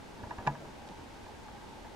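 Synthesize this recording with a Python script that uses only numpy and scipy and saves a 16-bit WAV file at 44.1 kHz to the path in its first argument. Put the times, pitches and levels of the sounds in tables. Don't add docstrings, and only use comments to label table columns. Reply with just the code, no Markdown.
import sys
import numpy as np
from scipy import signal
from scipy.fft import rfft, irfft
from scipy.io import wavfile

SR = 44100
rng = np.random.default_rng(int(sys.argv[2]) if len(sys.argv) > 2 else 0)


def persist_wave(psi):
    counts = np.round(np.clip(psi, -1, 1) * 32767).astype(np.int16)
    wavfile.write(sys.argv[1], SR, np.atleast_2d(counts).T)


N = 85995
OPPOSITE = np.array([[1], [-1]])

# (pitch [Hz], time to fade 60 dB [s], level [dB], left-right phase gap [rad])
SHELL_NOTES = [(659, 0.15, -17, .17), (783, 0.069, -6.5, .37), (855, 0.081, -5.5, 0.36),
               (941.4, 0.077, -1, .4), (995, 0.079, -5, 0.5), (1170, 0.045, -7.5, 1.2),
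               (1477, 0.056, -11.5, 0.79), (1692, 0.059, -6.5, .78), (1900, 0.084, -16.5, 2.44),
               (2370, 0.029, -13.5, 1.25), (2630, .04, -15, 2.1), (2790, 0.027, -13.5, 1.7),
               (3840, 0.018, -14, 1.5), (5070, 0.021, -23, 1.9), (6690, 0.044, -23, 1.9)]
# (time [s], level [dB], ring is muffled above [Hz], thud level [dB])
TOUCHES = [(.192, -45.5, 1200, -42), (0.2341, -38.5, 1280, -31.5), (.2685, -47.5, 2000, -35),
           (0.3072, -31.5, 2640, -47), (.3838, -38.5, 3500, -32.5), (.402, -42.5, 1500, -40),
           (.424, -44, 1500, -51), (.4659, -30.5, 5070, -43), (.4728, -23, 4170, -57),
           (.5, -40.5, 1400, -48), (.551, -43, 1400, -52), (.648, -43, 1200, -59),
           (1.262, -43.5, 1400, -53), (1.483, -45, 2520, -74), (1.847, -47.5, 1490, -44)]
def hand_knocks():
    out = np.zeros((2, N + SR))
    age = np.arange(SR // 4) / SR
    notes = []
    for k, (hz, fade_s, db, phase_gap) in enumerate(SHELL_NOTES):
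        wave = np.sin(2 * np.pi * hz * age - OPPOSITE * phase_gap / 2)
        notes.append((-1) ** k * gain(db) * fade(age, fade_s) * wave)
    press = rise(age, rise_s=0.0002)
    thud = low_swing(age, hz=91, fade_s=0.056, rise_s=0.0018)
    for start, db, muffle_hz, thud_db in TOUCHES:
        ring = sum(gain(rng.normal(0, 3.17)) * note for note in notes)
        dull_noise = muffle(rng.standard_normal((2, len(age))), hz=695, order=2)
        rattle = set_level(dull_noise, db=-20.5) * fade(age, fade_s=0.13)
        knock = muffle(press * ring, muffle_hz) + press * rattle
        i = int(start * SR)
        out[:, i:i + len(age)] += gain(db) * knock + gain(thud_db) * thud
    return out[:, :N]

def body_thump():
    return gain(-24.5) * low_swing(time_since(0.4665), hz=141.7, fade_s=0.22, rise_s=0.013)

# (frequency [Hz], relative level [dB])
TICK_COLOUR = [(500, 2), (1500, 1), (2700, -7), (4000, 0.5), (6500, -8.5), (10000, -19), (15000, -46)]
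# (time [s], level [dB])
PLASTIC_TICKS = [(0.4719, -31.5), (0.8761, -42), (0.8856, -45.5), (0.8891, -39), (0.906, -49)]
def plastic_ticks():
    bursts = np.zeros(N)
    for start, db in PLASTIC_TICKS:
        age = time_since(start)
        bursts += gain(db) * fade(age, fade_s=0.0081) * rise(age, rise_s=0.00049)
    shared = coloured_noise(TICK_COLOUR)
    each_side = np.array([coloured_noise(TICK_COLOUR) for _ in range(2)])
    return bursts * (shared + each_side) / np.sqrt(2)

# (frequency [Hz], relative level [dB])
DULL_RUB = [(40, -10), (120, -2), (230, 3), (400, -3), (650, 0), (1000, -21), (1500, -16), (4000, -45)]
BRIGHT_RUB = [(400, -17), (1200, 18), (1750, -6), (2100, -4), (2700, 2.5), (4000, -9.5), (6500, -10),
              (10000, -29), (15000, -42)]
# (peak time [s], half length [s], dull level [dB], bright level [dB])
FINGER_RUBS = [(0.248, 0.047, -50.5, -84), (0.321, 0.025, -56, -53.5), (0.403, 0.027, -48.5, -60),
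               (0.4757, 0.0068, -42, -45.5), (0.499, 0.066, -45.5, -57), (0.634, 0.05, -49, -79),
               (0.898, 0.027, -52.5, -64.5), (1.86, 0.0092, -47.5, -74)]
def finger_rubs():
    dull, bright = (coloured_noise(colour) + 0.14 * OPPOSITE * coloured_noise(colour)
                    for colour in (DULL_RUB, BRIGHT_RUB))
    return sum(swell(peak, half_s) * (gain(dull_db) * dull + gain(bright_db) * bright)
               for peak, half_s, dull_db, bright_db in FINGER_RUBS)

# (peak time [s], half length [s], level [dB])
CAMERA_SWAYS = [(0.146, 0.017, -55), (0.5, 0.027, -49), (1.006, 0.1, -53.5), (1.236, 0.02, -46)]
def sway_rumble():
    rumble = noise_around(hz=53.5, half_width_hz=28)
    return rumble * sum(gain(db) * swell(peak, half_s) for peak, half_s, db in CAMERA_SWAYS)

# (pitch [Hz], half width [Hz], average level [dB])
HOLLOW_TONES = [(846.5, 61, -56.5), (920, 174, -63.5), (1572, 32, -71.5), (219, 29, -64)]
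def hollow_tones():
    waver_hz, waver_db, drift_share = 18.32, 2.0, 0.025
    out = np.zeros(N)
    for hz, half_width_hz, db in HOLLOW_TONES:
        ring = signal.hilbert(noise_around(hz, half_width_hz))
        drift_hz = drift_share * hz * wander(waver_hz)
        drifting_ring = np.real(ring * np.exp(2j * np.pi * np.cumsum(drift_hz) / SR))
        out += gain(db + waver_db * wander(waver_hz)) * drifting_ring
    return out

# (frequency [Hz], relative level [dB])
CENTRE_AIR = [(20, -8.5), (48, 1), (75, -3), (150, -5.5), (220, -4.5), (330, -5.5), (600, -9),
              (1000, -15.5), (1250, -16), (2200, -19.5), (4000, -23.5), (6500, -28.5), (10000, -35.5),
              (13500, -43), (15600, -47)]
SIDE_AIR = [(20, -30), (50, -19), (95, -7), (200, -2.5), (430, -3), (600, -9.5), (1200, -12.5),
            (2000, -16.5), (4000, -23.5), (6500, -29.5), (10000, -37), (13500, -41.5), (15600, -42)]
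def air_and_hiss():
    centre = set_level(coloured_noise(CENTRE_AIR), db=-51)
    sides = set_level(coloured_noise(SIDE_AIR), db=-53.5)
    return centre + OPPOSITE * sides

def mains_hum(hz=50):
    return gain(-71) * np.sqrt(2) * np.sin(2 * np.pi * hz * np.arange(N) / SR)

def gain(db):
    return 10 ** (np.asarray(db) / 20)

def set_level(x, db):
    return x * gain(db) / np.sqrt(np.mean(x ** 2))

def noise(shape):
    hz = np.maximum(np.arange(N // 2 + 1) * SR / N, 1)
    return set_level(irfft(rfft(rng.standard_normal(N)) * shape(hz), N), 0)

def coloured_noise(colour):
    hz, db = np.array(colour).T
    return noise(lambda f: gain(np.interp(np.log(f), np.log(hz), db)))

def noise_around(hz, half_width_hz):
    return noise(lambda f: 1 / (1 + ((f - hz) / half_width_hz) ** 2))

def wander(rate_hz):
    return noise(lambda f: np.exp(-(f / rate_hz) ** 2))

def muffle(x, hz, order=1):
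    return signal.sosfilt(signal.butter(order, hz, fs=SR, output="sos"), x)

def time_since(start):
    return np.maximum(np.arange(N) / SR - start, 0)

def rise(age, rise_s):
    return 1 - np.exp(-age / rise_s)

def fade(age, fade_s):
    return np.exp(-np.log(1000) * age / fade_s)

def swell(peak, half_s):
    return np.exp(-((np.arange(N) / SR - peak) / half_s) ** 2)

def low_swing(age, hz, fade_s, rise_s):
    return np.sin(2 * np.pi * hz * age) * fade(age, fade_s) * rise(age, rise_s)

def scene():
    handling = hand_knocks() + body_thump() + plastic_ticks() + finger_rubs() + sway_rumble()
    return handling + hollow_tones() + air_and_hiss() + mains_hum()

def record(dry, top_hz=15650):
    return signal.sosfilt(signal.ellip(10, .2, 70, top_hz, fs=SR, output="sos"), dry)

dry = scene()
out = record(dry)
persist_wave(out)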